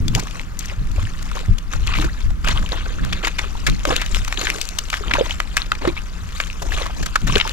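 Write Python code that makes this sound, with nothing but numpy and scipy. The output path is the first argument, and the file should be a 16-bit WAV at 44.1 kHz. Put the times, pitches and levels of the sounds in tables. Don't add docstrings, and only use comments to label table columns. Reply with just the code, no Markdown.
import sys
import numpy as np
from scipy import signal
from scipy.fft import rfft, irfft, next_fast_len
from scipy.io import wavfile
from scipy.ndimage import uniform_filter1d, map_coordinates

SR = 44100
rng = np.random.default_rng(int(sys.argv[2]) if len(sys.argv) > 2 else 0)


def waveform_to_disk(signal):
    frames = np.transpose(np.atleast_2d(signal))
    scaled = np.clip(frames, -1, 1) * 32767
    samples = np.round(scaled).astype(np.int16)
    wavfile.write(sys.argv[1], SR, samples)


N = 331701
TIME = np.arange(N) / SR


def amp(db):
    return 10 ** (np.asarray(db) / 20)


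def unit(x):
    return x / np.sqrt(np.mean(x ** 2) + 1e-20)


def along(points, hz):
    point_hz, value = np.transpose(points)
    return np.interp(np.log(hz + 1), np.log(point_hz + 1), value)


def curves(rows):
    time_s, *columns = np.transpose(rows)
    return [np.interp(TIME, time_s, column) for column in columns]


def wobble(knots_per_s):
    knots = rng.standard_normal(int(N * knots_per_s / SR) + 4)
    return map_coordinates(knots, [TIME * knots_per_s])


def filtered(x, response):
    size = next_fast_len(N + 8192)
    hz = np.fft.rfftfreq(size, 1 / SR)
    return irfft(rfft(x, size) * response(hz), size)[..., :N]


def coloured(x, spectrum, size=8192):
    level = amp(along(spectrum, np.fft.rfftfreq(size, 1 / SR)))
    cepstrum = irfft(np.log(level))
    fold = 1 + np.sign(size / 2 - np.arange(size))
    fold[0] = 1
    kernel = irfft(np.exp(rfft(cepstrum * fold)))
    return signal.oaconvolve(x, kernel / np.linalg.norm(kernel))[:len(x)]


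def resonance(x, hz, q):
    b, a = signal.iirpeak(min(hz, SR / 4), max(q, 1), SR)
    return signal.lfilter(b, a, x)


def add(track, start_s, sound):
    start = max(round(start_s * SR), 0)
    part = track[start:start + len(sound)]
    part += sound[:len(part)]


def steadied(x, seconds):
    power = uniform_filter1d(x * x, int(seconds * SR) + 1)
    return x / np.sqrt(np.abs(power) + 1e-9)


def swells(rows, attack_s, release_s):
    power = np.zeros((len(rows[0]) - 2, N))
    t = np.arange(SR * 3 // 4) / SR
    for start_s, length_s, *levels_db in rows:
        rise = np.minimum(t / attack_s, 1)
        shape = rise * np.exp(-np.maximum(t - length_s, 0) / release_s)
        for track, level_db in zip(power, levels_db):
            add(track, start_s, (amp(level_db) * shape) ** 2)
    return power


def ringing(rows, attack_s, rough):
    track = np.zeros(N)
    t = np.arange(SR // 4) / SR
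    for start_s, level_db, pitch_hz, t60_s, rise_octaves in rows:
        flex = unit(uniform_filter1d(rng.standard_normal(len(t)), size=100))
        glide = 2 ** (rise_octaves * np.minimum(t / t60_s, 1))
        pitch = pitch_hz * glide * (1 + rough * flex)
        fade = np.exp(-np.log(1000) * t / t60_s)
        swell = 1 - np.exp(-t / attack_s)
        tone = np.sin(2 * np.pi * np.cumsum(pitch) / SR)
        add(track, start_s, amp(level_db) * fade * swell * tone)
    return track


# frequency_hz, level_db (relative)
AIR = [(120, -20.5), (220, 1.5), (400, -10.5), (750, -14), (1250, -6), (2500, -17.5), (7000, -27),
       (10000, -31), (12300, -29), (16000, -41)]


def open_air():
    return amp(-46.5) * unit(coloured(rng.standard_normal(N), AIR))


# time_s, rumble_db, flutter_db
BREEZE = [(0, -29, -39), (.45, -30, -42), (1.2, -25.5, -40.5), (1.65, -27.5, -42.5), (2.85, -23.5, -41),
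          (3.3, -27.5, -44.5), (4.2, -24, -41), (4.6, -31.5, -49), (5.3, -27, -44), (6.2, -29, -46),
          (6.85, -27.5, -47.5), (7.52, -27.5, -44)]
# start_s, length_s (before the fade), rumble_db, flutter_db
GUSTS = [(0, .19, -23, -25), (.77, 0.27, -22, -40), (1.47, 0.057, -13, -33), (1.73, 0.2, -21, -36),
         (1.95, 0.11, -19, -27.5), (2.22, 0.094, -17, -42), (2.43, 0.2, -19, -31),
         (2.99, 0.17, -24.5, -32.5), (3.66, 0.068, -20.5, -31), (3.87, 0.048, -26, -35),
         (4.1, 0.13, -20, -40), (5.05, 0.14, -27.5, -36), (5.84, 0.052, -29, -36), (6.65, .14, -23, -52),
         (6.98, .05, -25, -35), (7.21, .15, -20.5, -26.5)]
# frequency_hz, level_db (relative)
RUMBLE = [(8, -9.5), (20, 3), (38, 3), (60, -4.5), (95, -14), (160, -30.5), (400, -92)]
# frequency_hz, level_db (relative)
FLUTTER = [(50, -19.5), (95, 1), (175, -1.5), (250, -8.5), (400, -21), (900, -56)]


def eddies(spectrum, apart, left_db, gust_db, seconds):
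    def swirl():
        return steadied(coloured(rng.standard_normal(N), spectrum), seconds)
    shared = swirl()
    own = swirl() * apart * amp(gust_db * wobble(4.6))
    return np.array([shared + own, shared - own]) * amp([[left_db / 2], [-left_db / 2]])


def wind():
    breeze = amp(curves(BREEZE))
    gusts = swells(GUSTS, attack_s=0.021, release_s=0.025)
    rumble_gain, flutter_gain = np.sqrt(breeze ** 2 + gusts)
    rumble = rumble_gain * eddies(RUMBLE, apart=0.65, left_db=3.0, gust_db=-1, seconds=0.084)
    flutter = flutter_gain * eddies(FLUTTER, apart=0.69, left_db=-2.5, gust_db=6.5, seconds=0.06)
    drone = resonance(rng.standard_normal(N), hz=174.4, q=8.3)
    drone = resonance(drone, hz=174.4, q=8.3)
    return rumble + flutter + amp(-47.5) * unit(drone)


# start_s, level_db (before swell and left-right tilt), pitch_hz,
# t60_s (time to fade by 60 dB)
THUDS = [(.003, -5, 95, 0.069), (.152, -12.5, 105, 0.1), (0.775, -13.5, 103, 0.1), (.814, -17, 126, 0.14),
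         (.98, -6.5, 69.6, 0.081), (1.028, -12.5, 106, 0.16), (1.484, 0, 93, 0.089), (1.49, -16, 165, 0.16),
         (7.241, -6.5, 128.5, 0.041), (7.295, -17, 119, 0.13)]


def thuds():
    steady_pitch = [(*row, 0) for row in THUDS]
    return ringing(steady_pitch, attack_s=0.004, rough=0.24) * amp([[-1.5], [1.5]])


# start_s, length_s, level_db (before it fades in and out),
# start_pitch_hz, end_pitch_hz
SQUIRTS = [(2.066, 0.043, -36, 733, 2590), (5.291, 0.041, -30.5, 1504, 4330),
           (5.972, 0.017, -27.5, 2110, 2750), (6.357, 0.019, -35.5, 2770, 5300)]


def squirts():
    track = np.zeros(N)
    for start_s, length_s, level_db, start_hz, end_hz in SQUIRTS:
        progress = np.linspace(0, 1, int(length_s * SR))
        flicker = unit(uniform_filter1d(rng.standard_normal(SR // 4), size=50))
        sputter = 1 + 0.5 * flicker[:len(progress)]
        pitch = start_hz * (end_hz / start_hz) ** progress
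        whistle = np.sin(2 * np.pi * np.cumsum(pitch) / SR)
        add(track, start_s, amp(level_db) * unit(sputter * whistle) * np.sin(np.pi * progress))
    return track


# start_s, level_db (before swell and fade), pitch_hz
BUBBLES = [(0.698, -17, 2700), (1.053, -18.5, 2900), (1.371, -17.5, 1080), (1.879, -8, 2580),
           (2.474, -11, 3000), (2.492, -12.5, 1000), (2.575, -6.5, 3080), (2.662, -13, 2950),
           (2.721, -7.5, 3960), (3.272, -13, 910), (3.553, -20.5, 900), (3.909, -9, 2920),
           (5.11, -11, 1640), (5.137, -5, 2500), (5.154, -10, 930), (5.170, -10.5, 1560),
           (5.309, -4.5, 3070), (5.619, -4.5, 4030), (6.438, -14, 3130), (6.501, -13, 2620),
           (6.721, -11, 1710), (6.821, -9, 3660), (7.324, -8, 2980)]


def bubbles(cycles=17, rise_octaves=0.088):
    rows = [(start_s, level_db, hz, cycles / hz, rise_octaves) for start_s, level_db, hz in BUBBLES]
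    return ringing(rows, attack_s=0.00022, rough=0.005)


# start_s, level_db (before swell and fade), pitch_hz,
# t60_s (time to fade by 60 dB), rise_octaves (pitch change over that time; minus falls)
GULPS = [(1.992, -19, 299, 0.11, 0.25), (2.044, -18, 340, 0.06, -0.077), (3.853, -16, 587, 0.053, 0.031),
         (3.878, -20.5, 524, 0.05, .1), (3.903, -13.5, 328, 0.027, 0.31), (3.922, -14.5, 487, 0.059, 0.054),
         (4.555, -27, 437, 0.092, 0.15), (5.008, -25, 428, 0.074, -0.24), (5.184, -11.5, 556, 0.074, .1),
         (5.21, -5, 530, 0.044, -0.18), (5.8503, -8.5, 515, 0.02, 0.12), (5.875, -8.5, 342, 0.097, 0.073),
         (6.64, -32, 536, .06, 0.072), (7.3605, -6.5, 380, 0.038, 0.073),
         (7.452, -19.5, 900, 0.064, -0.069)]


def gulps():
    return ringing(GULPS, attack_s=0.00026, rough=0.11)


# time_s, crackle_db, fizz_db
SEEPING = [(0, -53, -58), (.23, -43, -46.5), (.41, -42, -47), (.47, -53, -57), (.9, -49.5, -54),
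           (1.02, -46.5, -48.5), (1.42, -43, -48.5), (1.56, -53, -59), (2.2, -45.5, -49.5),
           (2.38, -60, -61), (2.55, -41, -47), (3.05, -42.5, -50), (3.65, -44, -47), (4.45, -41, -44),
           (4.86, -45.5, -45.5), (5.2, -39.5, -47), (5.7, -48, -51.5), (7.52, -44, -46.5)]
# start_s, length_s (before the fade),
# gurgle_db, squelch_db, spray_db
SQUELCHES = [(.135, 0.066, -32.5, -38.5, -42), (.59, 0.074, -47, -43, -45),
             (.675, 0.036, -44.5, -36.5, -45), (.955, 0.054, -42.5, -40, -51),
             (1.35, 0.025, -33.5, -35.5, -45), (1.71, .045, -41, -38, -43), (1.79, 0.11, -50, -44, -50),
             (1.865, 0.095, -45, -31.5, -46.5), (1.965, 0.085, -37.5, -33, -40),
             (2.44, .03, -38.5, -29.5, -42), (2.467, 0.042, -34, -26.5, -34.5),
             (2.54, 0.055, -40.5, -35.5, -47.5), (2.715, .025, -32, -37, -43), (2.76, .04, -46, -35, -53.5),
             (2.85, 0.021, -37, -41.5, -53), (3.02, 0.17, -45, -39, -55), (3.225, 0.047, -37, -28, -39),
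             (3.38, 0.059, -42.5, -34.5, -44), (3.665, 0.025, -40, -29, -40), (3.866, .03, -32, -35, -35),
             (3.9, 0.027, -28.5, -23.5, -36.5), (3.95, 0.073, -44.5, -32.5, -43),
             (4.06, 0.076, -49.5, -41.5, -44.5), (4.145, 0.014, -40, -36, -33),
             (4.37, .14, -36.5, -31, -36.5), (4.53, 0.1, -44, -42, -40.5), (4.915, 0.038, -62, -33, -39),
             (5.025, 0.1, -36, -36.5, -58), (5.135, 0.065, -32.5, -27.5, -40), (5.235, .05, -42, -39, -43),
             (5.295, .02, -46, -36, -37), (5.57, 0.033, -49, -30.5, -40), (5.725, 0.021, -39, -41, -64),
             (5.81, .08, -33, -37, -48), (5.96, 0.013, -52, -33.5, -60), (6.345, .1, -69, -40.5, -42),
             (6.615, 0.069, -39, -47, -48), (6.7, .05, -39, -35, -42), (6.76, .07, -35, -30, -39),
             (6.86, 0.05, -40.5, -41, -65), (6.96, 0.074, -42.5, -45, -43.5),
             (7.275, 0.12, -34.5, -29, -36.5), (7.44, 0.13, -43, -33, -41)]


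def mud_motion():
    crackle_db, fizz_db = curves(SEEPING)
    gurgle_db = crackle_db - 6
    seep = amp([gurgle_db, crackle_db, fizz_db])
    steps = swells(SQUELCHES, attack_s=0.0066, release_s=0.024)
    return np.sqrt(seep ** 2 + steps)


def cells(per_s, low_hz, high_hz, cycles, spread_db, rise, size=400):
    chances = rng.random((int(per_s * N / SR), 4))
    when, pitch, life, strength = chances.T[..., None]
    k = np.arange(size)
    turns = low_hz * (high_hz / low_hz) ** pitch * k / SR
    age = turns / (cycles * (0.5 + life))
    phase = 2 * np.pi * turns * (1 + rise * np.minimum(age, 1))
    tones = np.sin(phase) * np.exp(-np.log(1000) * age)
    gain = amp(spread_db * np.minimum(-np.log(1 - strength), 4))
    places = (when * N).astype(int) + k
    return unit(np.bincount(places.ravel(), (gain * tones).ravel())[:N])


# frequency_hz, level_db (relative)
GURGLE = [(150, -25), (300, -5), (480, -5.5), (800, -1), (1100, -2.5), (2000, -62)]
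# frequency_hz, level_db (relative)
SQUELCH = [(450, -20), (800, -14.5), (1100, -0.5), (1900, -0.5), (2600, 4), (3600, 3.5), (4600, -0.5),
           (7000, -62)]
# frequency_hz, level_db (relative)
SPRAY = [(2200, -26), (3800, -3.5), (4700, -0.5), (6000, 2), (7100, 3.5), (8200, -4.5), (10500, -10),
         (12200, -8), (15500, -20.5)]


def squelching(gurgle_gain, crackle_gain, spray_gain):
    def layer(grains, spectrum, smear):
        noisy = grains + smear * rng.standard_normal(N)
        return steadied(coloured(noisy, spectrum), 0.055)
    big = cells(420, 267.6, 1077, cycles=11.3, spread_db=3.5, rise=0.16, size=1600)
    plinks = 0.5 * cells(170, 950, 4300, cycles=20, spread_db=5.5, rise=0.14, size=1200)
    crackle = cells(1300, 840, 4300, cycles=4.6, spread_db=1.0, rise=0.15, size=500)
    film = cells(1300, 3540, 16400, cycles=29, spread_db=3.5, rise=0.089, size=260)
    gurgle = layer(big, GURGLE, smear=0.68)
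    squelch = layer(crackle + plinks, SQUELCH, smear=0.45)
    spray = layer(film, SPRAY, smear=1.0)
    tearing = amp(1.5 * wobble(110))
    return tearing * (gurgle_gain * gurgle + crackle_gain * squelch + spray_gain * spray)


def hollows(x, depth_db):
    spectrogram = signal.stft(x, nperseg=256)[2]
    field = rng.standard_normal(spectrogram.shape)
    field = uniform_filter1d(field, size=4, axis=0)
    field = uniform_filter1d(field, size=6, axis=1)
    gain = unit(amp(depth_db * unit(field)))
    return signal.istft(spectrogram * gain, nperseg=256)[1][:N]


POCKETS_PER_S = 9
POCKET_DB, POCKET_SPRAY_DB, POCKET_SPREAD_DB = 2, -4, 2
POCKET_HZ, POCKET_SPREAD_OCTAVES, POCKET_TEAR_S = 2200, 0.75, 0.0012


def small_pockets(crackle_gain):
    rows = []
    for when, *chance in rng.random((int(POCKETS_PER_S * N / SR), 5)):
        size, pitch, tear, wet = 2 * np.array(chance) - 1
        level_db = 20 * np.log10(crackle_gain[int(when * N)]) + POCKET_SPREAD_DB * size
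        body_db = level_db + POCKET_DB
        pitch_hz = POCKET_HZ * 2 ** (POCKET_SPREAD_OCTAVES * pitch)
        tear_s = POCKET_TEAR_S * 2 ** tear
        spray_db = level_db + POCKET_SPRAY_DB + POCKET_SPREAD_DB * wet
        rows.append((when * N / SR, body_db, pitch_hz, tear_s, spray_db))
    return rows


def over_10_ms(x):
    return x / np.linalg.norm(x) * np.sqrt(SR / 100)


# start_s, body_db (over 10 ms), pitch_hz,
# tear_s (sets how long and how strongly it tears), spray_db (over 10 ms)
POPS = [(.0811, -27.5, 3460, .0018, -31.5), (.15, -21.5, 3000, 0.0014, -24),
        (.195, -31, 2200, 0.0032, -29.5), (.2695, -38, 840, .0023, -58), (.396, -31, 2200, 0.00036, -50),
        (.591, -46, 4600, 0.0018, -27.5), (.658, -48, 1870, .0005, -36.5), (.9164, -49, 3500, .0005, -46),
        (1.2237, -43, 1800, .0035, -39), (1.3144, -32, 1080, .0016, -44), (1.583, -35, 2990, 0.0021, -38),
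        (1.7346, -29.5, 1160, 0.0025, -40), (1.937, -24, 2500, .0023, -49), (1.946, -27, 2180, .011, -39),
        (1.986, -26.5, 1280, 0.00087, -41), (2.0115, -32, 2390, 0.0033, -37),
        (2.0231, -28, 1160, .0019, -50), (2.0429, -29, 1510, 0.0037, -38), (2.203, -40, 2200, .004, -45),
        (2.304, -39, 800, .002, -50), (2.444, -30, 1220, 0.0027, -47), (2.4718, -25, 1440, 0.0061, -48),
        (2.7187, -31, 3800, .0016, -45), (2.729, -29.5, 855, 0.0019, -49),
        (3.1258, -22, 2660, 0.0042, -33.5), (3.2466, -20, 2380, 0.0036, -36),
        (3.271, -23, 1790, 0.0035, -48), (3.3851, -19.5, 1900, .004, -31.5),
        (3.6655, -18, 1820, .0048, -24.5), (3.8526, -20.5, 1020, 0.0014, -31),
        (3.9607, -28, 1850, .001, -38), (3.9646, -20, 3300, 0.00035, -25.5),
        (4.0155, -25.5, 2380, 0.0036, -56), (4.0617, -31.5, 2850, 0.0018, -37.5),
        (4.1467, -23, 3100, 0.00054, -33.5), (4.1683, -29.5, 1470, 0.0013, -40),
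        (4.2482, -34, 2200, .0011, -35), (4.2787, -29.5, 1260, 0.0017, -35),
        (4.3256, -23, 1750, 0.00089, -35.5), (4.3735, -24.5, 3400, .0018, -51),
        (4.47, -20.5, 2000, 0.0012, -49), (4.5019, -20, 2300, 0.00046, -28),
        (4.6139, -26.5, 2770, 0.0014, -26), (4.6537, -48, 3450, .0005, -36.5),
        (4.6897, -37, 2830, .0006, -31), (4.786, -22.5, 3200, 0.0024, -23.5),
        (4.901, -29.5, 2710, 0.0017, -31.5), (4.9293, -22.5, 1250, 0.0016, -41),
        (4.9414, -22, 1570, 0.00028, -56), (4.9734, -35, 1470, .0035, -40),
        (5.1097, -18, 1550, 0.0031, -44), (5.1366, -17.5, 2480, 0.0021, -31),
        (5.1464, -28, 1120, 0.0046, -41), (5.4019, -19.5, 1520, 0.0013, -33),
        (5.568, -16.5, 1850, 0.0019, -23), (5.5778, -23, 2360, .0005, -35), (5.718, -16, 1350, 0.0013, -35),
        (5.751, -34, 2560, .0023, -45), (5.8502, -21.5, 666, 0.0033, -56),
        (5.873, -25.5, 1130, 0.0043, -45), (6.4015, -19.5, 1190, 0.0012, -36.5),
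        (6.6197, -30, 780, 0.0046, -34.5), (6.72, -35, 1700, .0042, -41), (6.863, -29, 920, 0.001, -55),
        (7.0272, -30.5, 1650, 0.004, -34), (7.0602, -28.5, 1490, 0.0031, -30.5),
        (7.1557, -13, 1260, 0.0035, -27.5), (7.2685, -27, 1600, 0.005, -31.5),
        (7.3549, -15, 3100, 0.0021, -36), (7.4, -19, 2840, 0.0012, -44), (7.4095, -16, 2840, 0.0027, -57)]


def pops(rows, q=2.5, ring_q=12, ring=0.25, slap=0.44, clean_s=0.00086, clutter_db=-19, size=3000):
    body, spray = np.zeros(N), np.zeros(N)
    t = np.arange(size) / SR
    pocket_tone = [(200, -14.5), (600, -2.5), (1100, 1.5), (3600, -1), (5500, -10.5), (9000, -50)]
    for start_s, body_db, hz, tear_s, spray_db in rows:
        grit = rng.standard_normal((2, size)) * amp(4.8 * rng.standard_normal((2, size)))
        torn = t / (1.9 * abs(tear_s) + 1e-4)
        tear = grit[0] * np.sqrt(torn) * np.exp(-torn ** 2)
        scatter = grit[1] * np.exp(-t / 0.018)
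        force = over_10_ms(t == 0)
        force = force + tear_s / clean_s * over_10_ms(tear)
        force = force + amp(clutter_db) * over_10_ms(scatter)
        pocket = resonance(force, hz, q) + ring * resonance(force, hz * 1.83, ring_q)
        pocket += slap * min(tear_s / 0.006, 1) * resonance(force, hz * 0.47, q)
        pocket = coloured(pocket, pocket_tone, size=512)
        droplets = coloured(force, SPRAY, size=512)
        add(body, start_s, amp(body_db) * over_10_ms(pocket))
        add(spray, start_s, amp(spray_db) * over_10_ms(droplets))
    return body + spray


# frequency_hz, difference_db
BALANCE = [(250, -4.5), (780, -4), (1000, 0), (1600, 2), (3100, 5.5), (4500, 13.5), (7000, 20), (15000, 35)]
# frequency_hz, phase_radians
LEAD = [(60, -0.43), (260, -1.44), (500, -1.5), (4000, -1.45)]
# frequency_hz, likeness (0 to 1, no unit)
ALIKE = [(400, .99), (1200, .98), (3000, .955), (4200, .8), (5500, .35), (12000, .25)]


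def ports(x):
    def pair(hz):
        left = amp(along(BALANCE, hz)) * np.exp(1j * along(LEAD, hz))
        return np.array([left, np.ones_like(left)]) * 2 / (1 + left)

    def direct(hz):
        return pair(hz)[1] * np.clip(along(ALIKE, hz), 0, 1)

    def indirect(hz):
        alike = np.clip(along(ALIKE, hz), 0, 1)
        return pair(hz)[1] * np.sqrt(1 - alike ** 2)
    paths = rng.standard_normal(SR // 25) * np.linspace(1, 0, SR // 25) ** 2
    diffuse = signal.oaconvolve(x, paths / np.linalg.norm(paths))[:N]
    left = filtered(x, lambda hz: pair(hz)[0])
    right = filtered(x, direct) + filtered(diffuse, indirect)
    return np.array([left, right])


def scene():
    gurgle_gain, crackle_gain, spray_gain = mud_motion()
    mud = hollows(squelching(gurgle_gain, crackle_gain, spray_gain), depth_db=3.2)
    bursts = pops([*POPS, *small_pockets(crackle_gain)])
    steps = mud + bursts + bubbles() + gulps() + squirts()
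    return ports(steps + open_air()) + wind() + thuds()


def record(dry):
    clipped = np.clip(dry, -1, 1)
    return filtered(clipped, lambda hz: hz < 16000)


dry = scene()
out = record(dry)
waveform_to_disk(out)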